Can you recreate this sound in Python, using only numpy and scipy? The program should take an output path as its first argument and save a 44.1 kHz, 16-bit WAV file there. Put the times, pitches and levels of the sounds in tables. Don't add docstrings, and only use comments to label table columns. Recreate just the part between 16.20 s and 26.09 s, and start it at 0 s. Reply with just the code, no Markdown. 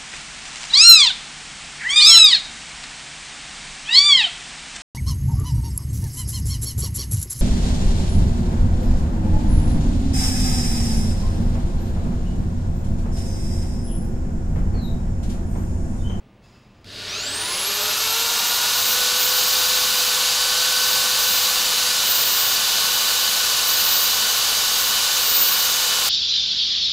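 import sys
import numpy as np
from scipy import signal
from scipy.fft import rfft, irfft, next_fast_len
from scipy.io import wavfile
from scipy.ndimage import uniform_filter1d, map_coordinates

SR = 44100
rng = np.random.default_rng(int(sys.argv[2]) if len(sys.argv) > 2 else 0)


def transcribe(signal):
    frames = np.atleast_2d(signal).T
    limited = np.clip(frames, -1, 1)
    pcm = np.round(limited * 32767).astype(np.int16)
    wavfile.write(sys.argv[1], SR, pcm)


N = 436149
TIME = np.arange(N) / SR
START = .644
FULL_HZ = 500
BLADES, TEETH = 29, 6


def amp(db):
    return 10 ** (np.asarray(db) / 20)


def unit(x):
    return x / np.sqrt(np.mean(x ** 2) + 1e-20)


def curves(rows):
    seconds, *columns = np.transpose(rows)
    return [np.interp(TIME, seconds, column) for column in columns]


def wobble(rate):
    knots = rng.standard_normal(4096)
    coarse = TIME[::32]
    curve = map_coordinates(knots, [coarse * rate], mode="mirror")
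    return np.interp(TIME, coarse, curve)


def filtered(x, response):
    m = next_fast_len(N + SR // 4, True)
    return irfft(rfft(x, m) * response(np.fft.rfftfreq(m, 1 / SR)), m)[:N]


def coloured(x, spectrum, resonances=()):
    points_hz, points_db = np.transpose(spectrum)

    def response(hz):
        shape = np.interp(np.log(hz + 1), np.log(points_hz + 1), points_db)
        lift = sum(db / (1 + (2 * (hz - centre) / width) ** 2) for centre, width, db in resonances)
        return amp(shape + lift)

    return unit(filtered(x, response))


def white():
    return rng.standard_normal(N)


def tone(phase, smear, rate):
    in_step = (1 + smear * wobble(rate)) * np.sin(phase)
    out_of_step = smear * wobble(rate) * np.cos(phase)
    return np.sqrt(2 / (1 + 2 * smear ** 2)) * (in_step + out_of_step)


def drill():
    turns, drag = motor()
    angle = 2 * np.pi * np.cumsum(turns) / SR
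    speed = turns / FULL_HZ
    mains = 2 * np.pi * 2 * 50 * TIME
    power = np.clip((TIME - START) / .012, 0, 1)
    strain = tiled_walls(power * gear_strain(angle, speed), t60=0.12, wet_db=-6)
    whistle = tiled_walls(fan_whistle(angle, speed, mains), t60=.15, wet_db=-10)
    close = gear_whine(angle, speed, drag) + grinding(angle, speed) + shaking(speed, mains)
    return strain + whistle + power * close


def motor():
    free_hz, spin_up_s, head_start_s = 509, .59, .015
    # time in seconds, turns a second below the smooth run-up (negative = above it).
    drag_curve = [(.65, 3), (.88, -9), (1.01, 6.5), (1.2, 6), (1.5, -7), (1.85, 2), (2.6, -2), (3.4, 1),
                  (3.75, 4.5), (4.6, 5), (6.1, 9), (9.89, 9)]
    drag = curves(drag_curve)[0] + .7 * wobble(2.5)
    free = free_hz * (1 - np.exp(-(TIME - START + head_start_s) / spin_up_s))
    turns = uniform_filter1d((free - drag).clip(0), SR // 20)
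    return turns.clip(0), drag


def gear_whine(angle, speed, drag):
    # level in dB at full speed without drag, power of speed,
    # change in dB for each turn a second of drag.
    gears = [(-37.5, 3.4, -0.7), (-38, 1.9, 0.47)]
    # time in seconds, level in dB, all lowered by 0.5 dB.
    half_mesh = [(2.7, -36.5), (4.08, -37.5), (4.54, -31), (5.46, -41), (5.66, -37), (6.14, -43),
                 (6.18, -37), (9.89, -40.5)]
    # whole multiple of the shaft speed, level in dB at full speed.
    rotor_tones = [(7, -38), (8, -35), (12, -43), (13, -39), (23, -45.5), (24, -61), (26, -47), (30, -48)]
    # multiple of the shaft speed, level in dB at full speed, all lowered by 0.5 dB.
    bearings = [(2.19, -41.5), (7.42, -48), (7.59, -42), (8.59, -35), (9.31, -32)]
    twist = angle + 0.016 * wobble(30)
    hum, mesh = [speed ** grows * amp(db + per_drag * drag.clip(0) + 0.79 * wobble(6.5))
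                 for db, grows, per_drag in gears]
    dip = amp(-14 * np.exp(-((speed * FULL_HZ - 483.5) / 13.5) ** 2))
    half = speed ** 2.6 * amp(curves(half_mesh)[0] - 0.5 + 0.93 * wobble(8))
    main = hum * dip * tone(twist, smear=0.09, rate=22)
    main += half * tone(TEETH / 2 * twist, smear=0.21, rate=70)
    main += mesh * tone(TEETH * twist, smear=0.13, rate=70)
    rotor = sum(amp(db + 0.41 * wobble(2.94)) * tone(round(k) * twist, smear=0.2, rate=25)
                for k, db in rotor_tones)
    balls = sum(amp(db + 0.73 * wobble(3.04)) * tone(k * twist, smear=1.1, rate=90)
                for k, db in bearings)
    return main + speed ** 7.3 * rotor + speed ** 6.7 * amp(-0.5) * balls


def fan_whistle(angle, speed, mains):
    # time in seconds, level in dB, all lowered by 0.5 dB.
    whistle_levels = [(2.55, -30), (2.69, -23), (2.94, -36), (3.02, -24), (4.0, -30), (4.1, -40),
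                      (4.74, -28), (4.94, -32), (5.1, -23), (5.8, -38), (5.9, -21), (6.33, -28),
                      (6.41, -39), (6.58, -32), (7.41, -33), (7.48, -22.5), (7.82, -24), (7.95, -31),
                      (8.38, -32), (8.62, -27), (8.82, -39), (9.24, -20), (9.77, -38), (9.89, -29)]
    blade, chuck = BLADES * angle, angle / BLADES
    sway = .38 * np.sin(mains) + .35 * np.sin(chuck)
    blowing = np.clip((speed - .33) / 0.081, 0, 1) * speed ** 0.56
    level_db = curves(whistle_levels)[0] - 0.5 + 0.8 * wobble(10)
    level_db = np.minimum(level_db, -20)
    return blowing * amp(level_db) * tone(blade + sway, smear=0.21, rate=70)


def grinding(angle, speed):
    # frequency in Hz, relative dB per Hz.
    rush_spectrum = [(250, -23.5), (330, -22), (450, -10), (700, -9), (1000, -4.5), (1500, -7.5),
                     (2000, -9), (2800, -4), (4000, 0.0), (5200, -1.16), (7000, -4), (9000, -10),
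                     (12000, -10.5), (14500, -10), (15500, -15.5)]
    # frequency in Hz, relative dB per Hz.
    scrape_spectrum = [(180, -22), (300, -24), (431, -3), (500, -20), (590, -5), (794, -21), (1350, -16),
                       (1510, -12.5), (2400, -13), (2830, -10.5), (4720, -7), (5850, -18), (15500, -37)]
    # frequency in Hz, width in Hz, lift in dB.
    housing = [(460, 30, -0.5), (793, 27, 3.5), (1165, 73, 4), (1438, 106, 7), (1741, 58, 7),
               (2370, 89, 2.5), (2810, 360, 3.5), (3170, 47, 1.5), (3736, 210, 4.5), (4100, 49, 5),
               (4710, 600, 2), (5030, 190, 2), (5960, 99, 4.5), (6500, 110, 6.5), (7040, 106, 3),
               (7540, 220, 4), (8010, 130, 4.5), (9030, 340, 3.2), (10130, 490, 5), (11400, 180, 3.5)]
    counter = 6 / 29 * angle
    pulsing = 1 + 0.05 * np.sin(angle) + 0.014 * np.sin(counter) + .03 * np.sin(2 * counter)
    grit = white() * amp(0.23 * wobble(400)) * pulsing
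    rush = coloured(grit, rush_spectrum, housing)
    body = filtered(rush, lambda hz: 1 / (1 + (hz / 2900) ** 6))
    fizz = filtered(rush, lambda hz: 1 - 1 / (1 + (hz / 8500) ** 10))
    rasp = rush - body - fizz
    fast = amp(-19.5) * speed ** 1.1 * body
    fast += amp(-20) * speed ** 1.7 * (rasp + fizz * speed)
    scrape = coloured(white() * pulsing, scrape_spectrum, housing)
    slow = amp(-23) * speed ** .95 * scrape
    share = np.clip((speed - .25) / 0.65, 0, 1)
    return np.sqrt(share) * fast + np.sqrt(1 - share) * slow


def gear_strain(angle, speed):
    # whole multiple of the shaft speed, peak level in dB.
    rattle_tones = [(6, -49), (11, -47), (12, -39.5), (17, -46), (18, -35.5), (19, -45), (24, -45)]
    # multiple of the shaft speed, share of full speed where loudest,
    # level in dB there.
    drone_tones = [(1, 0.57, -51), (1.44, 0.79, -43.5), (2, 0.93, -41.5), (3, 0.71, -46), (5, 0.92, -43)]
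    rattle = sum(amp(db) * tone(round(k) * angle, smear=1.2, rate=220) for k, db in rattle_tones)
    drone = sum(amp(db) * np.exp(-((speed - loudest) / 0.074) ** 2) * tone(k * angle, smear=0.7, rate=35)
                for k, loudest, db in drone_tones)
    return np.exp(-((speed - .46) / 0.1) ** 2) * rattle + drone


def shaking(speed, mains):
    # frequency in Hz, relative dB per Hz.
    rumble_spectrum = [(29, -36), (50, -3.5), (103, -3.5), (151, -11), (212, 1.5), (257, -6.5), (286, -3),
                       (319, -8.5), (384, -6.5), (420, -0.5), (550, -26), (920, -120)]
    hum = amp(-48.0 - 25 * speed ** 3) * tone(mains, smear=0.48, rate=8.0)
    rumble_level = amp(-46.5 - 2.7 * speed + 0.41 * wobble(4))
    return hum + rumble_level * coloured(white(), rumble_spectrum)


def tiled_walls(x, t60, wet_db):
    t = TIME[:SR // 2]
    tail = rng.standard_normal(len(t)) * amp(-60 * t / t60) * (t > .002)
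    return x + amp(wet_db) * signal.fftconvolve(x, tail / np.linalg.norm(tail))[:N]


def water():
    # frequency in Hz, relative dB per Hz.
    jet = [(590, -35), (1000, -5), (1230, -6), (1680, -9), (2620, -10), (5000, -9), (5730, -13),
           (15000, -35)]
    # frequency in Hz, width in Hz, lift in dB.
    pipe = [(2640, 80, 16), (4990, 110, 12), (6900, 350, 9), (12300, 300, 6)]
    since = (TIME - .21).clip(0)
    opening = np.clip(since / .04, 0, 1)
    flow = opening * amp(-57.5 - 13 * since + 1.2 * wobble(124))
    hiss = coloured(white(), jet, pipe)
    dull = filtered(hiss, lambda hz: 1 / (1 + (hz / 4500) ** 2))
    spurt = np.clip((.6 - TIME) / .3, .4, 1)
    return flow * (spurt * hiss + (1 - spurt) * dull)


def trigger():
    # time in seconds, level in dB at the start of the click.
    clicks = [(.469, -62), (.611, -60), (.644, -43.5)]
    blows = sum((TIME >= s) * amp(db - 60 * np.abs(TIME - s) / .035) for s, db in clicks)
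    return blows * coloured(white(), [(300, -4), (3500, 4), (8000, -11), (15000, -17)])


def room():
    # frequency in Hz, relative dB per Hz.
    air = [(12, -29), (20, -1.5), (100, -8), (128, -3), (155, -11), (199, -5.5), (270, -10.5), (398, -14),
           (914, -20), (1240, -26), (1390, -27), (2690, -27.5), (15000, -57)]
    # frequency in Hz, level in dB.
    hum_tones = [(27, -65), (100, -62), (200, -64.5), (1206, -69)]
    hum = sum(amp(db) * tone(2 * np.pi * hz * TIME, smear=0.83, rate=7.1) for hz, db in hum_tones)
    return hum + amp(-51.5) * coloured(white(), air)


def scene():
    return np.tile(drill() + water() + trigger() + room(), (2, 1))


def record(dry):
    return np.array([filtered(channel, lambda hz: hz < 15750) for channel in dry])


dry = scene()
out = record(dry)
transcribe(out)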